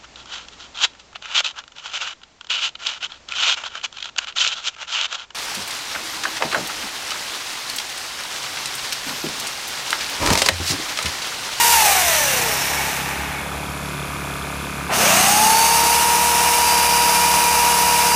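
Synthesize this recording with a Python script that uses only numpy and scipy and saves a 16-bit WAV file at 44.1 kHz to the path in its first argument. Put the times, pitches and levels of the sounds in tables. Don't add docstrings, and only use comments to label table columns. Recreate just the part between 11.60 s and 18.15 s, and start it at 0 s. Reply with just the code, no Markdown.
import sys
import numpy as np
from scipy import signal
from scipy.fft import rfft, irfft
from scipy.io import wavfile
from scipy.ndimage import uniform_filter1d

SR = 44100
rng = np.random.default_rng(int(sys.argv[2]) if len(sys.argv) > 2 else 0)


def unload_audio(sound):
    columns = np.transpose(np.atleast_2d(sound))
    steps = np.round(np.clip(columns, -1, 1) * 32767)
    wavfile.write(sys.argv[1], SR, steps.astype(np.int16))


N = 288855
TIME = np.arange(N) / SR
BINS = np.fft.rfftfreq(N, 1 / SR)

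# time in seconds, firings per second.
FIRING_RATE = [(0.0, 34.8), (0.13, 37.4), (0.31, 39.0), (0.47, 36.7), (0.82, 30.8), (1.09, 35.7),
               (1.4, 33.6), (1.62, 35.3), (2.04, 36.0), (2.74, 35.2), (3.26, 35.3), (3.43, 30.8),
               (3.56, 28.8), (3.79, 32.0), (4.16, 35.6), (4.51, 37.2), (5.25, 36.7), (5.4, 35.5),
               (5.82, 36.3), (6.55, 36.0)]
# idle level in dB, then the change in dB while the saw runs,
# per Hz of sag in firing rate, and at the generator's flank.
HUM_LEVEL = (-38.5, -3.8, -0.8, -5.5)
EXHAUST_LEVEL = (-35, -0.9, 1.0, -9)
# relative level in dB at idle, under load, bogged down.
EXHAUST_HARMONICS = [(-13, -17, -14), (-2.5, -10, -9), (-5, -3, -11), (-11, -9, -6), (-12, -18, -1),
                     (-8.5, -8, -14), (-17, -10, -16), (-14, -18, -8), (-15, -15, -13), (-14, -11, -19),
                     (-16, -16, -15), (-16, -20, -14)]
# resonance in Hz, half-width in Hz.
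MUFFLER_CHAMBERS = [(124, 6), (232, 10)]
# place in the firing cycle from 0 to 1,
# resonance in Hz, nominal width in Hz, base level in dB, decay time in seconds.
ENGINE_KNOCKS = [(.63, 540, 400, -44, 0.0026), (.54, 830, 630, -44, 0.0017), (.27, 680, 260, -41.5, 0.0024),
                 (.12, 1296, 260, -39.5, 0.0044), (.24, 1325, 240, -41.5, 0.0044),
                 (.35, 2360, 330, -41.5, 0.0084), (.08, 2370, 350, -43.5, 0.0061),
                 (.8, 2360, 300, -44, 0.0053), (.46, 3450, 160, -47.5, 0.0033),
                 (.74, 1300, 650, -39, 0.012), (0.8, 6900, 900, -51, 0.0044)]
# frequency in Hz, relative density in dB.
AIR_SPECTRUM = [(25, -14), (60, -5), (150, -6), (270, -7), (410, 0), (550, -9.5), (1000, -11.5),
                (1330, -10), (1750, -8.5), (2050, -23), (2400, -16), (3100, -11.5), (3600, -10),
                (4400, -12.5), (7100, -15.5), (8400, -17.5), (11000, -15), (15000, -24.5)]
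FIZZ_SPECTRUM = [(8700, -35), (9600, 11), (10200, -6), (10900, 2), (12200, -16), (15000, -22)]

# start and end in seconds, frequency and width in Hz, level in dB.
BAR_MODES = [(0, 0.224, 2830, 70, -41), (.4, .8, 5970, 550, -28), (0.657, 0.752, 2764, 50, -25),
             (0.79, 1.25, 5540, 550, -31.5), (1.15, 1.23, 2240, 50, -32), (1.08, 1.35, 890, 70, -32),
             (1.502, 1.603, 875, 40, -39), (1.73, 1.82, 2210, 40, -34), (3.34, 4.2, 6460, 140, -27.5),
             (4.6, 6.6, 10400, 700, -42), (4.5, 6.6, 5460, 220, -35), (4.7, 6.6, 2390, 130, -33)]
# multiple of the shaft speed,
# level in dB against the chain noise when driven, the same when coasting.
GEAR_ORDERS = [3, 4, 5, 6, 8, 11, 12, 14, 20, 21, 22, 23, 30]
GEAR_DRIVEN_DB = [-28.5, -27, -25, -28.5, -23.5, -21, -31, -37, -23, -18, -28, -17, -32]
GEAR_COASTING_DB = [-17.5, -23, -28, -14.5, -27, -28, -26, -22, -28, -34, -34, -34, -32]
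# frequency in Hz, relative gain in dB.
BODY_DRIVEN = [(330, -7), (560, -5), (680, 5.5), (1350, -4), (1950, -4.5), (2350, -3.5), (2850, -2),
               (3200, -12.5), (4600, -6), (6100, -0.5), (7200, -5.5), (8600, -2.5), (10500, -5),
               (11800, -7), (15500, -6)]
BODY_COASTING = [(330, 5.5), (600, 11), (850, 19.5), (1300, -2), (1850, 5), (2050, 2), (2300, 4),
                 (2850, -3), (3200, -10), (3900, -9.5), (4700, -11.5), (6000, -7), (7000, -8.5), (8300, -8),
                 (10500, -11), (15500, -9)]
# top-speed level in dB with the saw held in front, the same
# held aside for the second run, speed exponent, dB added at full strain, speed in Hz below which it dies.
CLATTER_LEVEL = (-31, -28.5, 0.32, 6.5, 27)
RATTLE_LEVEL = (-23, -25.5, 0.55, 3.5, 68)
HISS_LEVEL = (-15.5, -20.5, 0.94, 11.5, 126)
# start and length in seconds, change of clatter and of rattle in dB.
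CLATTER_SWELLS = [(0.18, 0.29, 6.5, -0.5), (0.344, .06, -3, 3.5), (0.77, 0.29, 4, -0.3),
                  (1.058, 0.19, 4, 1), (3.28, 0.063, 7.5, 6.5), (3.33, 0.37, 3.5, 5)]
# start and length in seconds, multiple of the shaft speed, level in dB.
WHISTLES = [(3.55, .42, 20, -36), (3.9, .75, 22, -39.5)]
# time in seconds, top-speed level in dB.
FAN_BEAM = [(0, -30), (3.8, -40), (3.95, -28), (4.33, -31), (4.55, -44), (4.88, -40), (5.1, -27),
            (5.42, -27.5), (5.85, -33), (6.5, -30)]
# multiple of the shaft speed, relative level in dB.
WHINE_ORDERS = [1, 2 - 11 / 59, 2 * 55 / 59, 2, 2 + 11 / 59]
WHINE_PARTIAL_DB = [-14, -17.5, -11, 0.5, -16.5]

IDLE_FIRING_HZ = 35.4
RELEASE_S, PULL_S = .131, 3.28
TOP_HZ = 475.5


def gain_of(db):
    return 10 ** (np.asarray(db) / 20)


def unit_rms(x):
    return x / np.sqrt(np.mean(x ** 2) + 1e-20)


def curve(points):
    return np.interp(TIME, *np.transpose(points))


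def arch(start_s, length_s):
    return np.sqrt(abs(np.sin(np.pi * np.clip((TIME - start_s) / length_s, 0, 1))))


def spectrum(points):
    hz, db = np.transpose(points)
    return gain_of(np.interp(np.log(BINS + 1), np.log(hz), db))


def band(lo_hz, hi_hz):
    return ((1 + (lo_hz / (BINS + 1)) ** 16) * (1 + (BINS / hi_hz) ** 16)) ** -.5


def coloured(x, gain):
    return irfft(rfft(x) * unit_rms(gain), N)


def wander(rate_hz):
    return unit_rms(coloured(rng.standard_normal(N), np.exp(-(BINS / rate_hz) ** 2)))


def strikes(turns, spread_db):
    count = np.floor(np.maximum.accumulate(turns))
    return np.diff(count, prepend=count[0]) * gain_of(spread_db * rng.standard_normal(N))


def cooling_air(cycles, air_db=-35, fizz_db=-48, throb=.15):
    pulse = 1 + throb * np.cos(4 * np.pi * (cycles - .6)) + .053 * np.cos(2 * np.pi * (cycles - .45))
    air = gain_of(air_db) * coloured(rng.standard_normal(N) * pulse, spectrum(AIR_SPECTRUM))
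    fizz = gain_of(fizz_db) * coloured(rng.standard_normal(N) * pulse, spectrum(FIZZ_SPECTRUM))
    return air + fizz


def knocks(cycles, rasp_share=.42):
    t, out = TIME[:1024], 0
    for place, hz, width, db, decay in ENGINE_KNOCKS:
        hits = strikes(cycles - place + .0013 * wander(22), spread_db=.2)
        envelope = np.exp(-t / decay)
        ring = signal.oaconvolve(hits, envelope * rng.standard_normal(len(t)))[:N]
        rasp = signal.oaconvolve(hits, envelope)[:N] * rng.standard_normal(N)
        panel = band(286, 10000) / (1 + 1j * (BINS - hz) / (width * .86)) ** 2
        ring, rasp = unit_rms(coloured(ring, panel)), unit_rms(coloured(rasp, panel))
        out += gain_of(db) * unit_rms((1 - rasp_share) * ring + rasp_share * rasp)
    return out


def exhaust(cycles, firing, load, hum_db, exhaust_db, puff_place=.66, uneven_db=2.45):
    bogged = load * np.clip((IDLE_FIRING_HZ - firing) / 2.5, 0, 1)
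    phase = 2 * np.pi * (cycles - puff_place)
    out = gain_of(hum_db + uneven_db * wander(23)) * np.cos(2 * phase)
    for order, (idle_db, load_db, bogged_db) in enumerate(EXHAUST_HARMONICS, 3):
        colour_db = idle_db + (load_db - idle_db) * load + (bogged_db - load_db) * bogged
        lag = sum(np.pi / 2 + np.arctan((order * firing - hz) / width) for hz, width in MUFFLER_CHAMBERS)
        out += gain_of(exhaust_db + colour_db + uneven_db * wander(26)) * np.cos(order * phase - lag)
    return np.sqrt(2) * out


def engine_levels(firing, sawing, walk_s=2.0):
    at_flank = np.clip(1 - TIME / walk_s, 0, 1)
    return [idle_db + sawing_db * sawing + sag_db * (IDLE_FIRING_HZ - firing) + flank_db * at_flank
            for idle_db, sawing_db, sag_db, flank_db in (HUM_LEVEL, EXHAUST_LEVEL)]


def generator():
    firing = curve(FIRING_RATE)
    load = uniform_filter1d(tension(), size=8000)
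    hum_db, exhaust_db = engine_levels(firing, load)
    cycles = np.cumsum(firing * (1 + .0025 * wander(10))) / SR
    effort = gain_of(.72 * (exhaust_db + 36.5))
    air = cooling_air(cycles)
    return air + exhaust(cycles, firing, load, hum_db, exhaust_db) + effort * knocks(cycles)


def shaft_speed(release_hz=471, drag_s=1.418, friction_hz_per_s=91.3,
                surge_share=.317, surge_s=.095, settle_s=.27, creep_hz_per_s=.86):
    coasting_s, driven_s = np.maximum(TIME - RELEASE_S, 0), np.maximum(TIME - PULL_S, 0)
    braking_hz = friction_hz_per_s * drag_s
    falling = np.maximum((release_hz + braking_hz) * np.exp(-coasting_s / drag_s) - braking_hz, 0)
    deficit = surge_share * np.exp(-driven_s / surge_s) + (1 - surge_share) * np.exp(-driven_s / settle_s)
    top = TOP_HZ + creep_hz_per_s * driven_s
    return np.where(TIME < PULL_S, falling, top * (1 - deficit))


def tension(taut_s=.045, coasting_share=.35):
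    pulled = np.clip((TIME - PULL_S) / taut_s, 0, 1)
    return pulled + (1 - pulled) * coasting_share * shaft_speed() / TOP_HZ


def strain(speed, rise_s=.066):
    building = np.clip((TIME - PULL_S) / rise_s, 0, 1) ** 2
    return building * np.clip(1 - speed / TOP_HZ, 0, 1)


def speed_db(speed, power):
    return 20 * power * np.log10(speed / TOP_HZ + 1e-6)


def bar_rings():
    out = 0
    for start, end, hz, width, db in BAR_MODES:
        mode = 1 / (1 + ((BINS - hz) / width * 2) ** 2)
        out += gain_of(db) * arch(start, end - start) * coloured(rng.standard_normal(N), mode)
    return out


def whistles(turns):
    out = 0
    for start, length, order, db in WHISTLES:
        out += arch(start, length) * gain_of(db + 2 * wander(10)) * np.cos(2 * np.pi * order * turns)
    return np.sqrt(2) * out


def fan_siren(turns, speed, blades=10):
    level_db = curve(FAN_BEAM) + speed_db(speed, power=1.6) + wander(5.2)
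    return np.sqrt(2) * gain_of(level_db) * np.cos(2 * np.pi * blades * turns)


def gear_tones(turns, speed, driven, fade_db=36):
    out = 0
    for order, on_db, off_db in zip(GEAR_ORDERS, GEAR_DRIVEN_DB, GEAR_COASTING_DB):
        level_db = off_db + (on_db - off_db) * driven + 3 * wander(30)
        out += gain_of(level_db) * np.cos(2 * np.pi * (order * turns + rng.random()))
    return np.sqrt(2) * out * gain_of(-fade_db * np.maximum(1 - speed / 300, 0))


def chain_force(turns, speed, driven, links_per_turn=55 / 59, impacts=.36, pulsing=.048):
    links = turns * links_per_turn + .02 * wander(40)
    blows = strikes(links, spread_db=2.0) * np.sqrt(SR / (speed + 30))
    friction = rng.standard_normal(N) * (1 + pulsing * np.cos(2 * np.pi * links))
    acceleration = np.clip(np.gradient(speed) * SR / 1000, 0, 1)
    flap = gain_of((.65 + .2 * (1 - driven) - .3 * acceleration) * wander(46))
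    tightening = 1 + .059 * np.cos(2 * np.pi * links / 5)
    return (friction + impacts * blows) * flap * tightening / np.sqrt(1 + impacts ** 2 + pulsing ** 2 / 2)


def chain_levels(speed, crawl_power=1.4):
    levels = []
    for front_db, aside_db, power, strain_db, crawl_hz in CLATTER_LEVEL, RATTLE_LEVEL, HISS_LEVEL:
        run_db = np.where(TIME < PULL_S, front_db, aside_db)
        crawl_db = crawl_power * 20 * np.log10(np.clip(speed / crawl_hz, 1e-3, 1))
        levels.append(run_db + speed_db(speed, power) + crawl_db + strain_db * np.sqrt(strain(speed)))
    clatter, rattle, hiss = levels
    for start, length, clatter_db, rattle_db in CLATTER_SWELLS:
        swell = arch(start, length)
        clatter, rattle = clatter + clatter_db * swell, rattle + rattle_db * swell
    return clatter, rattle, hiss


def chain(turns, speed, dull_db=4):
    driven = tension()
    force = chain_force(turns, speed, driven) + gear_tones(turns, speed, driven)
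    clatter_db, rattle_db, hiss_db = chain_levels(speed)
    slowness = 1 - speed / speed.max()
    out = 0
    for body, share in (spectrum(BODY_DRIVEN), driven), (spectrum(BODY_COASTING), 1 - driven):
        clatter = gain_of(clatter_db) * coloured(force, body * band(390, 1310))
        rattle = gain_of(rattle_db) * coloured(force, body * band(1273, 3500))
        hiss = coloured(force, body * band(3230, 15100))
        treble = irfft(rfft(hiss) * band(7000, 20000), N)
        hiss += treble * (gain_of(-.5 - dull_db * slowness) - 1)
        out += share * (clatter + rattle + gain_of(hiss_db) * hiss)
    return out


def whine(turns, speed, top_db=-20.5, strain_db=10, housing_hz=879.5, housing_width_hz=39):
    resonance_db = 4 * np.exp(-((2 * speed - housing_hz) / housing_width_hz) ** 2)
    level_db = top_db + speed_db(speed, power=2.38) + strain_db * strain(speed) + resonance_db
    out = 0
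    for order, db in zip(WHINE_ORDERS, WHINE_PARTIAL_DB):
        if order == 1:
            db -= 7 * (1 - tension() + np.clip((470 - speed) / 30, 0, 1))
        tone = np.cos(2 * np.pi * (order * turns + rng.random()))
        out += gain_of(level_db + db + 1.04 * wander(51)) * tone
    return np.sqrt(2) * out


def chainsaw():
    speed = shaft_speed() * (1 + .0004 * wander(12))
    turns = np.cumsum(speed) / SR
    chain_noise = chain(turns, speed)
    spun_up = np.clip((speed - 170) / 40, 0, 1)
    motor = spun_up * (whine(turns, speed) + fan_siren(turns, speed))
    return chain_noise + motor + whistles(turns) + bar_rings()


def scene():
    sound = chainsaw() + generator()
    return np.array([sound, sound])


def record(dry, ceiling=.78, cutoff_hz=15400):
    soft = dry / (1 + abs(dry / ceiling) ** 6) ** (1 / 6)
    low_pass = signal.firwin(511, cutoff_hz, window=("kaiser", 9), fs=SR)
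    return signal.oaconvolve(soft, low_pass[None], "same")


dry = scene()
out = record(dry)
unload_audio(out)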